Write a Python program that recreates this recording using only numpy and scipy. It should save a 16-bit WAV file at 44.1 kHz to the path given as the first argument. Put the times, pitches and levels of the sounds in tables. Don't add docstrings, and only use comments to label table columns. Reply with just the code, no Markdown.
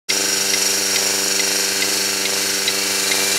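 import sys
import numpy as np
from scipy import signal
from scipy.fft import rfft, irfft
from scipy.io import wavfile
from scipy.ndimage import uniform_filter1d, map_coordinates

SR = 44100
rng = np.random.default_rng(int(sys.argv[2]) if len(sys.argv) > 2 else 0)


def dump_mix(stems):
    frames = np.atleast_2d(stems).T
    limited = np.clip(frames, -1, 1)
    pcm = np.round(limited * 32767).astype(np.int16)
    wavfile.write(sys.argv[1], SR, pcm)


def invert_db(x):
    u = np.asarray(x, float) / 20
    return 10 ** u


N = 149058

SHAFT_HZ, START_TURN = 24.453, .84

# t/s, turned away/0-1, nearness level/dB
PHONE_POSE = [
    (0, 0.08, 0),
    (.8, 0, 0),
    (1.4, 0.16, 0.5),
    (1.8, 0.37, -0.3),
    (2.2, 0.37, -0.3),
    (2.75, .62, -0.66),
    (2.95, .85, .2),
    (3.38, 1, 1),
]
# t/s, cup level/dB, cup f/Hz, cap level/dB, cap f/Hz
STROKES = [
    (.1007, -18, 2080, -21, 4860),
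    (.5352, -19, 2060, -25, 3570),
    (.9592, -19, 2050, -21, 4880),
    (1.3942, -18.5, 2050, -24, 3560),
    (1.8214, -18, 2040, -22, 4850),
    (2.2543, -20, 2160, -21, 3950),
    (2.6783, -17, 2040, -11.5, 3930),
    (3.1148, -15, 2090, -18, 3850),
]
SLAM_HZ = [2450, 2800, 3150, 3500, 3800, 4200, 4600, 5100, 5500]
# f/Hz, level/dB per Hz
AIR_SPECTRUM = [(15, -63), (25, -19), (189, -16), (241, -22), (392, -7.5), (1040, -14.5), (5670, -3.5),
                (12400, -12.5), (15800, -27)]
# multiple of shaft rate, level/dB facing, level/dB side on, level/dB away
SLOT_WHINE = [(48, -58, -50, -41), (179, -44, -39.5, -43), (226, -40, -46, -52), (228, -40, -41, -48),
              (230, -35, -43, -50), (285, -44, -47, -46)]
# f/Hz, level/dB per Hz
CLATTER_SPECTRUM = [(410, -34), (700, -16.5), (1190, -9.5), (2720, 1.5), (3390, -4.5), (4340, 0.5),
                    (5640, -0.5), (12300, -15.5), (15800, -15.5)]
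# f/Hz, width/Hz
HOUSING_MODES = [(1565, 220), (2060, 120), (2370, 130), (2735, 100), (4000, 200), (4365, 190), (5545, 90),
                 (5630, 80), (6310, 50), (6975, 120), (9570, 240), (5200, 250)]
# level/dB facing, level/dB side on, level/dB away
HOUSING_DB = [(-37, -40, -38.5), (-46, -41.5, -41), (-45, -43.5, -32), (-46, -46, -38), (-64, -48, -35.5),
              (-41, -34, -36), (-30.5, -37, -52), (-28.5, -35.5, -57), (-44, -46, -46), (-34, -38.5, -35),
              (-41, -49, -36), (-38, -46, -57)]
# multiple of vane rate, level/dB
THUMP_SPECTRUM = [(1, -9), (2, 4.5), (3, -20.5), (4, 7.5), (5, 3.5), (6, -5.5), (7, -27.5), (8, -4.5),
                  (9, -4.5), (10, -14.5), (11, -26), (12, -6.5), (13, -9), (14, -2), (15, -10.5), (16, 2.5),
                  (17, 3), (18, -2), (19, 0), (20, -17), (21, -2), (22, -8), (23, -6), (24, -5.5)]
VANE_DB = [2.5, 2, -16, -6.5]
DROPOUT_HZ = [12300, 13100, 13900, 14600, 15200, 15700]
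DROPOUT_SHARE = [.04, .08, .1, .22, .3]


def rms(x, db):
    return x * invert_db(db) / np.sqrt(np.mean(x ** 2))


def colour(x, table):
    hz = np.maximum(np.arange(4097) * SR / 8192, 1)
    point_hz, point_db = np.array(table, float).T
    log_gain = np.interp(np.log(hz), np.log(point_hz), point_db) * np.log(10) / 20
    ceps = irfft(log_gain)
    ceps[1:4096] *= 2
    ceps[4097:] = 0
    return signal.fftconvolve(x, irfft(np.exp(rfft(ceps))))[:N]


def band(x, hz, width_hz):
    return signal.lfilter(*signal.iirpeak(hz, hz / width_hz, fs=SR), x)


def mode(x, hz, width_hz):
    return band(band(x, hz, width_hz), hz, 2 * width_hz)


def walk(rate_hz):
    k = int(SR / rate_hz)
    steps = np.repeat(rng.standard_normal(N // k + 1), k)
    return 1.3 * uniform_filter1d(uniform_filter1d(steps, k), k)[:N]


def spikes(times_s, sizes):
    out = np.zeros(N + 4000)
    at = np.asarray(times_s)[:, None] * SR
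    i = np.floor(at).astype(int) + np.arange(-7, 9)
    kernel = np.sinc(i - at) * np.cos((i - at) * np.pi / 16) ** 2
    np.add.at(out, np.maximum(i, 0), np.asarray(sizes)[:, None] * kernel)
    return out[:N]


def by_angle(away, levels_db):
    return np.interp(away, [0, .5, 1], levels_db)


def swaying_tone(hz, age_s, sway_rad, rate_hz):
    return np.sin(2 * np.pi * hz * age_s + sway_rad * walk(rate_hz))


def pulsator(t):
    slam_db, far_side_db, fade_db_per_s, slam_decay_s = -15.5, -2, -1.1, .0055
    rise_s, chatter_s, fall_s = .001, .011, .003
    wobble_db, cap_sag_db_per_s = 2.5, 250
    out = 0
    for k, (stroke_s, cup_db, cup_hz, cap_db, cap_hz) in enumerate(STROKES):
        age = t - stroke_s
        elapsed = age.clip(0)
        crack = 0
        for hz in SLAM_HZ:
            detune, phase = rng.random(2)
            crack = crack + np.sin(2 * np.pi * (hz * (1 + .04 * detune) * age + phase))
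        rise = np.clip(age / rise_s, 0, 1)
        level_db = slam_db + far_side_db * (k % 2) + fade_db_per_s * stroke_s
        slam = invert_db(level_db) * rise * np.exp(-elapsed / slam_decay_s) * crack
        chatter = rise * np.exp(-np.clip(age - chatter_s, 0, 1) / fall_s)
        cup = invert_db(cup_db + wobble_db * walk(400)) * swaying_tone(cup_hz, age, .5, 300)
        cap_level_db = cap_db - cap_sag_db_per_s * elapsed + wobble_db * walk(500)
        cap = invert_db(cap_level_db) * swaying_tone(cap_hz, age, 1.0, 400)
        out = out + slam + chatter * (cup + cap)
    return out


def air_hiss(air):
    return rms(colour(air, AIR_SPECTRUM), -22.5) * invert_db(.8 * walk(9))


def winding_hum(t, air, grit):
    hum_db, hum_hz, lag_s = -39, 296.5, .0026
    tone = invert_db(hum_db) * np.sqrt(2) * np.sin(2 * np.pi * hum_hz * (t - lag_s))
    return tone + rms(mode(air + grit, 317, 28), -43.5)


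def slot_whine(turns, away):
    out = 0
    for multiple, *levels_db in SLOT_WHINE:
        level = invert_db(by_angle(away, levels_db) + 2.9 * walk(11.86))
        out = out + level * np.sqrt(2) * np.sin(2 * np.pi * multiple * turns + 0.81 * walk(8.9))
    return out


def scrape(turns):
    turn_samples, memory, grit_db = 3608, .8, 3.0
    roughness = np.repeat(rng.standard_normal((100, turn_samples // 44)), 44, axis=1)
    fresh = rng.standard_normal((100, turn_samples)) * invert_db(grit_db * roughness)
    kept = signal.lfilter([1], [1, -memory], fresh, axis=0)[15:].ravel()
    kept = signal.sosfilt(signal.butter(8, .4, output="sos"), kept)
    return rms(map_coordinates(kept, [turns * turn_samples], order=3, mode="mirror"), 0)


def housing_rings(grit, air, away):
    drive = grit + .6 * air
    out = 0
    for (hz, width_hz), levels_db in zip(HOUSING_MODES, HOUSING_DB):
        level = invert_db(by_angle(away, levels_db) + 1.0 * walk(8.8))
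        out = out + rms(mode(drive, hz, width_hz), 0) * level
    return out


def clatter(grit):
    return rms(colour(grit, [(150, -42)] + list(CLATTER_SPECTRUM)), -24.5)


def thumps(t):
    jitter_s, scatter_db = .00003, 1.0
    load_db, load_peak_s, stroke_s, load_walk_db = 3, .18, .4306, 1.2
    chance = rng.standard_normal((330, 2))
    k = np.arange(len(chance))
    times_s = (k / 4 + START_TURN - 1) / SHAFT_HZ + jitter_s * chance[:, 0]
    harmonics = [(m * 4 * SHAFT_HZ, db) for m, db in THUMP_SPECTRUM]
    spectrum = [(30, -49)] + harmonics + [(3200, -10.5), (6000, -40)]
    drone = colour(spikes(times_s, -invert_db(.5 * chance[:, 1])), spectrum)
    train = spikes(times_s, -invert_db(np.array(VANE_DB)[k % 4] + scatter_db * chance[:, 1]))
    swell_db = load_db * np.cos(2 * np.pi * (t - load_peak_s) / stroke_s)
    load = invert_db(swell_db + load_walk_db * walk(8))
    knock = mode(train * load, 475, 470)
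    return rms(drone, -30.5) + rms(knock, -34.5)


def pump(t, away):
    throb_db, throb_turn = 2.8, .42
    third_cut, bite_gain, notch_depth = .35, 0.58, .85
    turns = t * SHAFT_HZ
    grit, air = scrape(turns), rng.standard_normal(N)
    throb = invert_db(throb_db * np.cos(2 * np.pi * (turns - START_TURN - throb_turn)))

    beat = thumps(t)
    third = band(beat, 12 * SHAFT_HZ, 22)
    bite = band(beat, 1380, 510)
    beat = beat - third_cut * third + bite_gain * away * bite

    broad = clatter(grit) + air_hiss(air)
    hiss = housing_rings(grit, air, away) * throb + broad * throb ** .3
    hiss = hiss - notch_depth * (1 - .5 * away) * band(hiss, 3450, 330)
    return beat + hiss + slot_whine(turns, away) * throb + winding_hum(t, air, grit)


def scene():
    t = np.arange(N) / SR
    pose_s, pose_away, pose_db = np.array(PHONE_POSE, float).T
    away = np.interp(t, pose_s, pose_away)
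    nearness = invert_db(np.interp(t, pose_s, pose_db))
    return (pump(t, away) * nearness + pulsator(t))[None]


def treble_dropouts(x):
    k = int(.035 * SR)
    spec, hz = rfft(x), np.arange(N // 2 + 1) * SR / N
    for lo, hi, share in zip(DROPOUT_HZ, DROPOUT_HZ[1:], DROPOUT_SHARE):
        gone = np.repeat(rng.random(N // k + 1) < share, k)[:N] * .9
        treble = irfft(spec * ((hz >= lo) & (hz < hi)), N)
        x = x - uniform_filter1d(gone, size=400) * treble
    return x


def roll_off(x):
    return signal.sosfilt(signal.butter(12, 16000, fs=SR, output="sos"), x)


def record(dry):
    open_s, fade_s = 0.081, 0.017
    gate = np.clip((np.arange(N) / SR - open_s) / fade_s, 0, 1) ** 2
    dry = signal.sosfilt(signal.butter(2, 45, "high", fs=SR, output="sos"), dry)
    dry = signal.sosfilt(signal.ellip(10, .5, 60, 15720, fs=SR, output="sos"), dry)
    limited = np.tanh(1.201 * dry) / 1.199
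    return roll_off(treble_dropouts(limited) * gate)


dry = scene()
out = record(dry)
dump_mix(out)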